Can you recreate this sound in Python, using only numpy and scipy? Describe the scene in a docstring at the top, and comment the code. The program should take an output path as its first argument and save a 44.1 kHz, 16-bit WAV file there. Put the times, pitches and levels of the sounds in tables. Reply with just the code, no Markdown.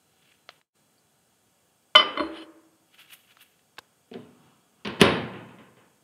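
"""A glass bowl clinks down on a microwave's turntable, rocks flat and is nudged; then the door snaps shut.
Bowl, turntable and cabinet are ringing sines; the oven cavity, door panels and kitchen are fading noise.
Filtered noise makes the sliding glass, the rubbing door, the rustling sleeve and the quiet kitchen.
Finger taps, a clink of bangles and a thin whine join in. The sound drops out briefly near the start.
A phone held close picks it all up and overloads on the loudest blows."""
import sys
import numpy as np
from scipy import signal
from scipy.fft import rfft, irfft
from scipy.io import wavfile

SR = 44100
rng = np.random.default_rng(int(sys.argv[2]) if len(sys.argv) > 2 else 0)


def generate_wav(signal):
    """Clip the signal to [-1, 1] and save it as 16-bit WAV at the path in sys.argv[1]."""
    frames = np.transpose(np.atleast_2d(signal))
    scaled = np.clip(frames, -1, 1) * 32767
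    pcm = np.round(scaled).astype(np.int16)
    wavfile.write(sys.argv[1], SR, pcm)


N = 265923  # length in samples

# The bowl meets the turntable. Each row: start in seconds, wall ring in dB, foot ring in dB, turntable
# clack in dB, thud of its support in dB, contact cut-off in Hz, number of rebounds.
BOWL_BLOWS = [(1.9511, -12, -14, 3, -21.5, 4000, 0), (1.956, -1.5, 0.5, 0.5, -26, 13000, 0),
              (1.9953, -17.5, -16, -4.5, -37.5, 2800, 2), (2.173, -25.5, -12, -10.5, -10.5, 2940, 0),
              (2.195, -42, -6, -11, -27, 2900, 0), (2.2029, -29.5, -9, -8, -2, 1391, 2)]
# Notes of the bowl's wall as it lies flat. Each row: pitch in Hz, level in dB, time to fall 60 dB in seconds.
WALL_MODES = [(1049, -29, 0.31), (1086, -31, .3), (1193, -17, 0.42), (1242, -27, 0.33), (1360, -31, 0.22),
              (1440, -26, 0.094), (1510, -31.5, .28), (2028, -23, 0.4), (2130, -25, 0.37),
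              (2416, -33.5, .26), (3029, -9, 0.15), (2920, -38, 0.4), (3023, -14.5, 0.34), (3220, -28, 0.3),
              (4790, -34, .3), (4910, -31, 0.26), (5510, -35.5, .23), (6616, -60, .3), (6703, -53.5, .15),
              (7840, -55.5, .12)]
# Notes that a blow on the bowl's foot brings out. Each row: pitch in Hz, level in dB, 60 dB fall in seconds.
FOOT_MODES = [(3629, -38.5, .1), (4110, -37, .18), (4222, -30, 0.2), (8660, -54, .22), (9240, -55, .2),
              (9700, -52, 0.39), (9600, -54, 0.24), (10450, -58.5, 0.1807)]
# Notes of the loaded glass turntable. Each row: pitch in Hz, level in dB, 60 dB fall in seconds.
TURNTABLE_MODES = [(611, -19, 0.1), (883, -30.5, 0.15), (1004, -22, 0.11), (1130, -9.5, 0.033),
                   (1330, -17.5, 0.037), (1469, -15, 0.033), (2068, -13, 0.05), (2351, -23.5, 0.054),
                   (3530, -25, 0.15)]
# Notes of the roller support and oven floor. 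Each row: pitch in Hz, level in dB, 60 dB fall in seconds.
SUPPORT_MODES = [(300, -18, 0.1112), (318, -32, 0.94), (330, -29, .85), (397, -35.5, 0.58),
                 (446, -44.5, 0.78), (583.7, -21, 0.2), (597, -40.5, .85), (651, -36, 0.23), (73, -41, .4)]
# The dense ring of the oven cavity. Each row: frequency in Hz, level in dB, 60 dB fall in seconds.
CAVITY_BANDS = [(49.76, -35.5, 0.61), (149, -29, 0.93), (307, -13, 1), (650, -13, 0.9), (710, -21.5, 0.98),
                (1240, -16, 0.93), (1823, -21.5, 0.85), (3340, -18.5, 0.57), (4400, -36, 0.7),
                (6000, -59.5, .2), (10000, -63.5, .15), (16070, -61, 0.083)]
# The hand or the turntable presses on the glass and damps it. Each row: middle in seconds, loss in dB.
GLASS_PRESSES = [(2.03, 6.5), (2.19, 18), (2.455, 16.5)]
# The bowl is nudged along. Each row: peak in seconds, pressure in dB, rise in seconds, fall in seconds.
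BOWL_NUDGES = [(2.369, -30, .026, 0.026), (2.426, -34.5, 0.0099, 0.0066)]

# Blows of the door. Each row: start in seconds, panel rattle in dB, latch crack in dB, cabinet boom in dB,
# contact cut-off in Hz.
DOOR_BLOWS = [(4.114, -45, -53, -61, 5000), (4.131, -39, -47.5, -62, 4600),
              (4.1387, -34.5, -36.5, -58, 4850), (4.849, -19.5, -32, -33, 6500),
              (4.854, -17.5, -27.5, -30.5, 5800), (4.873, -38.5, -28.5, -21, 9500),
              (4.996, -11.5, -49.5, -32.5, 11000), (5.006, -11.5, -24.5, -37.5, 12100),
              (5.0143, 0.5, -4.5, -0.5, 16000)]
# Loose panels settle after the slam. Each row: start in seconds, rattle in dB.
PANEL_SETTLING = [(5.336, -23.5), (5.385, -32.5), (5.4888, -33), (5.5858, -31.5), (5.769, -37.5)]
# Notes of the cabinet's panels; the first two are the heave of the whole door.
# Each row: pitch in Hz, level in dB, 60 dB fall in seconds.
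CABINET_MODES = [(196, -4, 0.058), (415, -5, 0.048), (89, -29.5, .6), (120, -35, 1.3), (170, -32.5, 0.56),
                 (201, -30.5, 0.42), (215.5, -24, 0.45), (257, -29.5, 0.7), (357, -22.5, 0.65),
                 (405, -21.5, 0.17), (451.7, -26, 0.73), (492, -36.5, 1.3), (556, -20.5, 0.42),
                 (655, -28, .5), (736, -37.5, .55), (1013, -20.5, 0.17), (1137, -34, 0.43),
                 (1755, -24, 0.19), (1840, -35, 0.36), (2600, -36, 0.51)]
# Door panels and kitchen together. Each row: frequency in Hz, level in dB, 60 dB fall in seconds.
PANEL_BANDS = [(65, -27.5, .7), (90, -12.5, 1), (200, 0, 0.87), (450, -5, 0.68), (750, -11.5, 0.89),
               (1100, -8.5, 0.63), (1900, -12.5, 0.67), (3080, -10.5, 0.54), (4390, -20, 0.47),
               (5570, -30, 0.39), (7400, -39.5, .26), (9900, -32, 0.38), (11480, -42, 0.13),
               (16000, -39, .12)]
# The latch hooks snapping home. 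Each row: frequency in Hz, level in dB, 60 dB fall in seconds.
LATCH_BANDS = [(60.2, -17.5, .04), (300, -3.5, 0.024), (1200, 0.5, .03), (2989, 10.5, 0.03),
               (5732, -2.5, 0.014), (7600, -21.5, 0.016), (9400, -8, 0.038), (15600, -27.5, .02)]
# The open door is pulled off its stop. Each row: start in seconds, level in dB.
DOOR_STOP_KNOCKS = [(4.114, -1), (4.1407, -2), (4.151, 6), (4.177, -7.5)]
# Notes of the free-hanging door. Each row: pitch in Hz, level in dB, 60 dB fall in seconds.
HINGE_MODES = [(118, -55.5, 0.3), (175, -58, .6), (243.5, -35, 0.29), (245, -47.5, 0.76), (374, -38, 0.08),
               (448, -36.5, 0.1), (425, -55, 0.72), (615, -55.5, 0.32), (712, -45, 0.079)]
# Rubs of the moving door: the hinge as it swings, then the latch hooks sliding on their ramp.
# Each row: peak in seconds, level in dB, rise in seconds, fall in seconds.
DOOR_RUBS = [(4.47, -52, 0.19, .15), (4.815, -57, 0.047, .04)]
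# Colour of the rubbing door. Each row: frequency in Hz, level in dB.
DOOR_RUB_COLOUR = [(60, -9.5), (150, 12), (260, 9), (500, -2.5), (1100, 7), (1800, -10), (2700, -6),
                   (5000, -19), (16000, -42.5)]

# Fingers tap on the phone's case. Each row: start in seconds, level in dB, contact cut-off in Hz,
# hollow pitch of that spot in Hz.
CASE_TAPS = [(0.4905, 0.5, 4100, 715), (0.505, -19, 4500, 3600), (0.614, -20, 5170, 4030),
             (3.37, -14.5, 3800, 1295), (3.593, -26.5, 4000, 3000), (3.771, -21, 5000, 1290),
             (3.7821, -2, 1700, 1050), (3.7842, 0, 4000, 1590), (3.789, -4, 14000, 496)]
# The phone's case. Each row: frequency in Hz, level in dB, 60 dB fall in seconds.
CASE_BANDS = [(100, -35, 0.01), (310, -51, 0.027), (684, -22.5, 0.011), (1390, -25.5, 0.019),
              (2350, -18, 0.0048), (4100, -25.5, 0.024), (6100, -34, 0.023), (16000, -46, .01)]
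# Strokes of sleeve and hand. Each row: peak in seconds, level in dB, crispness in dB relative to that,
# rise in seconds, fall in seconds.
CLOTH_STROKES = [(.29, -58, -20, 0.094, 0.082), (.505, -54, -18, 0.01, 0.051),
                 (2.942, -54.5, -14, 0.017, .04), (2.993, -43.5, -12.5, .008, 0.04),
                 (3.105, -48, -20, .008, .012), (3.134, -40, -4.5, 0.024, 0.013),
                 (3.314, -50, -18.5, 0.029, .014), (3.418, -43, -7.5, .02, 0.012)]
# Colour of the rubbing folds. Each row: frequency in Hz, level in dB.
FOLD_COLOUR = [(200, -22), (900, -4.5), (1800, 2), (2800, 5), (3800, -1.5), (5500, -13.5), (16000, -18)]
# Colour of the crisp fibres. Each row: frequency in Hz, level in dB.
FIBRE_COLOUR = [(3000, -23.5), (7500, -6), (10000, 0.5), (13000, 4), (16000, -6)]
# Bangles touching. Each row: pitch in Hz, level in dB, 60 dB fall in seconds.
BANGLE_MODES = [(4430, -67, 0.098), (4660, -67, 0.055), (4880, -70, .1)]
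# Colour of the kitchen at rest. Each row: frequency in Hz, relative level in dB per Hz.
QUIET_COLOUR = [(25, -11), (70, -11), (110, -5.5), (170, -4.5), (270, -6), (400, -10.5), (760, -7),
                (1300, -15.5), (3000, -20.5), (6000, -22.5), (6600, -17.5), (8800, -17.5), (9400, -20),
                (15500, -26.5)]

# A softer contact rebounds later: the first gap is counted in periods of the contact cut-off.
# Each later gap shrinks, and the bowl loses strength while it is in the air.
REBOUND_PERIODS, REBOUND_SHRINK, REBOUND_LOSS_DB_PER_S = 44, .9, 329.5
# Until it lies flat, the bowl stands on its edge and its wall rings longer by this factor.
FLAT_S, EDGE_SUSTAIN = 2.17, 1.35
PRESS_S = .035  # each press takes hold over this many seconds
# An almost round bowl has each note twice: the weaker twin lies a little higher and beats with it.
TWIN_SPLIT, TWIN_DB = .007, -8
# The rattle builds up over this many periods of the contact cut-off: slower after a softer blow.
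BUILD_PERIODS = 22
# Settling panels make soft contacts; crack and boom are relative to the rattle.
SETTLE_HZ, SETTLE_CRACK_DB, SETTLE_BOOM_DB = 2700, -14.5, -13
# After each stroke the cloth settles faintly; the fibres hiss a moment after the folds rub.
CLOTH_SETTLE_DB, CLOTH_SETTLE_S, FIBRE_LAG_S, FIBRE_RISE_SHARE = -15, 0.11, 0.0048, 0.65
QUIET_DB = -66.5  # overall level of the quiet kitchen
# A faint high whine holds steady until WHINE_HOLD_S, then dies away as the phone turns to the oven.
WHINE_DB, WHINE_HOLD_S, WHINE_FADE_S = -80, .7, .6
# The sound fades out, drops out briefly and comes back.
GAP_START_S, GAP_END_S, GAP_FADE_S, GAP_RETURN_S = 0.594, .757, 0.027, 0.0082
TOP_HZ = 15600  # the phone passes nothing much higher
RING_S = 1.5  # length of every ring
AGE = np.arange(int(RING_S * SR)) / SR  # seconds since a blow
TIME = np.arange(N) / SR  # seconds since the start
# The uneven heights of crowded resonances, the same for every blow.
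RIPPLE = rng.standard_normal(2000)


def bowl(cavity_db=-6, crack_db=-21):
    """The bowl lands, chatters and rocks flat on the turntable, then scrapes a little way."""
    singing, knocks = np.zeros(N), np.zeros(N)
    wall, foot = ring(twinned(WALL_MODES), contact_s=.0015), ring(twinned(FOOT_MODES), contact_s=.002)
    edge_modes = [(hz, db, t60 * EDGE_SUSTAIN) for hz, db, t60 in twinned(WALL_MODES)]
    edge_wall = ring(edge_modes, contact_s=0.0014)
    plate, support = ring(TURNTABLE_MODES, contact_s=0.00091), ring(SUPPORT_MODES, contact_s=0.00067)
    damping = press_damping()
    for s, wall_gain, foot_gain, clack_gain, thud_gain, hz in contacts():
        glass = wall_gain * (edge_wall if s < FLAT_S else wall) + foot_gain * foot
        # each ring suffers only the damping that comes after its own blow
        add(singing, s, glass / damping[int(s * SR)])
        cavity = amp(cavity_db) * dense_ring(CAVITY_BANDS, uneven_db=2.5)
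        crack = amp(crack_db) * dense_ring(LATCH_BANDS)
        clack = plate + cavity + crack
        add(knocks, s, soften(clack_gain * clack + thud_gain * support, hz))
    scrape, scrape_ring = sliding(wall, foot, damping)
    return (singing + scrape_ring) * damping + knocks + scrape


def contacts():
    """Each blow and its ever quicker, weaker rebounds: seconds, wall, foot, clack, thud gains, cut-off Hz."""
    for s, *levels_db, hz, rebounds in BOWL_BLOWS:
        late_s = 0
        for k in range(1 + round(rebounds)):
            gains = amp(np.array(levels_db) - REBOUND_LOSS_DB_PER_S * late_s)
            yield s + late_s, *gains, hz
            late_s += REBOUND_PERIODS / hz * REBOUND_SHRINK ** k


def press_damping():
    """Touching the glass takes away vibration: the gain steps down smoothly at each press."""
    loss_db = sum(db * np.clip((TIME - s) / PRESS_S + .5, 0, 1) for s, db in GLASS_PRESSES)
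    return amp(-loss_db)


def twinned(modes):
    """Glass notes together with their slightly higher twins."""
    return modes + [(hz * (1 + TWIN_SPLIT), db + TWIN_DB, t60) for hz, db, t60 in modes]


def sliding(wall, foot, damping, scrape_db=15.0, ring_db=-13, wall_db=-12):
    """Sliding is a rough scrape and a stream of tiny slips that keep the glass singing."""
    pressure = sum(swell(*nudge) for nudge in BOWL_NUDGES)
    # differencing twice makes the slips sharp
    slips = np.diff(pressure * rng.standard_normal(N), 2, prepend=[0, 0])
    scrape = amp(scrape_db) * pressure * hiss([row[:2] for row in CAVITY_BANDS], uneven_db=2)
    glass = foot + amp(wall_db) * wall
    return scrape, amp(ring_db) * signal.fftconvolve(slips / damping, glass)[:N]


def door():
    """Each blow cracks at the latch, heaves the cabinet and spreads into the panels and the room."""
    out, boom = np.zeros(N), ring(CABINET_MODES)
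    settling = [(s, db, db + SETTLE_CRACK_DB, db + SETTLE_BOOM_DB, SETTLE_HZ) for s, db in PANEL_SETTLING]
    for s, rattle_db, crack_db, boom_db, hz in DOOR_BLOWS + settling:
        build_up = 1 - np.exp(-AGE * hz / BUILD_PERIODS)
        rattle = dense_ring(PANEL_BANDS) * build_up
        crack = dense_ring(LATCH_BANDS)
        blow = amp(rattle_db) * rattle + amp(crack_db) * crack + amp(boom_db) * boom
        add(out, s, soften(blow, hz))
    return out


def moving_door(room_db=-32.0, dull_hz=600):
    """Dull knocks ring the hanging door as it starts to move; then hinge and latch hooks rub softly."""
    out, body = np.zeros(N), ring(HINGE_MODES, contact_s=0.0017)
    for s, db in DOOR_STOP_KNOCKS:
        room = amp(room_db) * soften(dense_ring(PANEL_BANDS), dull_hz)
        add(out, s, amp(db) * (body + room))
    moving = TIME > DOOR_STOP_KNOCKS[0][0]
    pressure = sum(swell(*rub) for rub in DOOR_RUBS)
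    return out + moving * pressure * hiss(DOOR_RUB_COLOUR)


def taps(room_db=-42, hollow_db=-37, hollow_t60=0.026):
    """A finger sets off the phone's dry case, a short hollow note and a trace of room."""
    out = np.zeros(N)
    for s, db, hz, pitch_hz in CASE_TAPS:
        hollow = ring([(pitch_hz, hollow_db, hollow_t60)])
        tap = dense_ring(CASE_BANDS) + hollow + amp(room_db) * dense_ring(CAVITY_BANDS)
        add(out, s, amp(db) * soften(tap, hz))
    return out


def cloth(grain_db=2.5, grain_hz=220):
    """Rubbing cloth catches and slips in fine grains: noise whose level wavers at random."""
    rub, crisp = np.zeros((2, N))
    for s, db, crisp_db, rise_s, fall_s in CLOTH_STROKES:
        rub = np.hypot(rub, stroke(s, db, rise_s, fall_s))
        fibre_stroke = stroke(s + FIBRE_LAG_S, db + crisp_db, rise_s * FIBRE_RISE_SHARE, fall_s)
        crisp = np.hypot(crisp, fibre_stroke)
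    # folds and single fibres catch at different moments
    folds, fibres = (np.interp(TIME * grain_hz, np.arange(N), rng.standard_normal(N)) for _ in range(2))
    fold_sound = rub * amp(grain_db * folds) * hiss(FOLD_COLOUR, uneven_db=3)
    fibre_sound = crisp * amp(grain_db / 2 * fibres) * hiss(FIBRE_COLOUR)
    return fold_sound + fibre_sound


def stroke(peak_s, db, rise_s, fall_s):
    """One brush of cloth and its faint, slower settling."""
    settling = swell(peak_s, db + CLOTH_SETTLE_DB, rise_s, CLOTH_SETTLE_S)
    return np.maximum(swell(peak_s, db, rise_s, fall_s), settling)


def bangles(s=0.98):
    """One faint clink at the wrist: a few high notes of ringing bangles."""
    out = np.zeros(N)
    add(out, s, ring(BANGLE_MODES))
    return out


def whine(hz=4056):
    """A thin steady tone that holds at first, then fades exponentially."""
    fade = np.exp(-np.maximum(TIME - WHINE_HOLD_S, 0) / WHINE_FADE_S)
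    return amp(WHINE_DB) * fade * np.sin(2 * np.pi * hz * TIME)


def quiet_kitchen():
    """The kitchen at rest: a steady hiss of coloured noise."""
    air = hiss(QUIET_COLOUR)
    return air / np.std(air) * amp(QUIET_DB)


def gap():
    """A gain that falls to near silence for a moment and returns."""
    leaving = np.exp(-np.maximum(TIME - GAP_START_S, 0) / GAP_FADE_S)
    returning = np.exp(-np.maximum(GAP_END_S - TIME, 0) / GAP_RETURN_S)
    return np.maximum(leaving, returning)


def ring(modes, contact_s=0.00054):
    """A struck body: decaying sines of alternating sign that swell while the contact lasts."""
    sines = np.zeros(len(AGE))
    for k, (hz, db, t60) in enumerate(modes):
        sines += (-1) ** k * amp(db - 60 * AGE / t60) * np.sin(2 * np.pi * hz * AGE)
    return sines * (1 - np.exp(-(AGE / contact_s) ** 2))


def dense_ring(bands, uneven_db=3.0, spacing_hz=22):
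    """Countless overlapping notes: noise whose bands each die at their own rate."""
    hz, db, t60 = np.transpose(bands)
    noise = hiss(np.c_[hz, db], size=len(AGE), uneven_db=uneven_db, spacing_hz=spacing_hz)
    spectrum = rfft(noise)
    log_f = np.log(np.maximum(np.fft.rfftfreq(len(AGE), 1 / SR), 1))
    out = np.zeros(len(AGE))
    # neighbouring bands overlap, and their shares add up to one
    for row, fall_s in zip(np.eye(len(hz)), t60):
        share = np.interp(log_f, np.log(hz), row)
        out += irfft(spectrum * share, len(AGE)) * np.exp(-np.log(1000) * AGE / fall_s)
    return out


def hiss(points, size=N, uneven_db=3.5, spacing_hz=70):
    """Noise coloured by (Hz, dB) points and broken into crowded resonances."""
    hz, db = np.transpose(points)
    f = np.maximum(np.fft.rfftfreq(size, 1 / SR), 1)
    heights = np.interp(f / spacing_hz, np.arange(len(RIPPLE)), RIPPLE)
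    ripple = amp(uneven_db * np.minimum(f / 1000, 1) * heights)  # smoother below 1000 Hz
    colour = amp(np.interp(np.log(f), np.log(hz), db))
    gain = colour * ripple / np.sqrt(np.mean(ripple ** 2))
    return irfft(rfft(rng.standard_normal(size)) * gain, size)


def swell(peak_s, db, rise_s, fall_s):
    """The pressure of one rubbing stroke: it grows exponentially to a peak and dies away."""
    return amp(db) * np.exp(-np.maximum((peak_s - TIME) / rise_s, (TIME - peak_s) / fall_s))


def soften(x, hz):
    """A softer contact passes less treble: a low-pass filter."""
    return signal.sosfilt(signal.butter(3, min(hz, SR / 2 - 1000), fs=SR, output="sos"), x)


def add(track, s, sound):
    """Mix a sound into a track at a time in seconds."""
    start = int(s * SR)
    track[start:start + len(sound)] += sound[:N - start]


def amp(db):
    """Turn decibels into gain."""
    return 10 ** (np.asarray(db) / 20)


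def scene():
    """All sources at one microphone, with the brief dropout."""
    oven = bowl() + door() + moving_door()
    handling = taps() + cloth() + bangles()
    background = whine() + quiet_kitchen()
    return ((oven + handling + background) * gap())[None]


def record(dry, low_cut_hz=72):
    """The phone sheds the deep bass, rounds off peaks near full scale and cuts the top."""
    thin = signal.sosfilt(signal.butter(6, low_cut_hz, "high", fs=SR, output="sos"), dry)
    rounded = thin / (1 + thin ** 6) ** (1 / 6)
    return signal.sosfilt(signal.ellip(10, .2, 80, TOP_HZ, fs=SR, output="sos"), rounded)


dry = scene()
out = record(dry)
generate_wav(out)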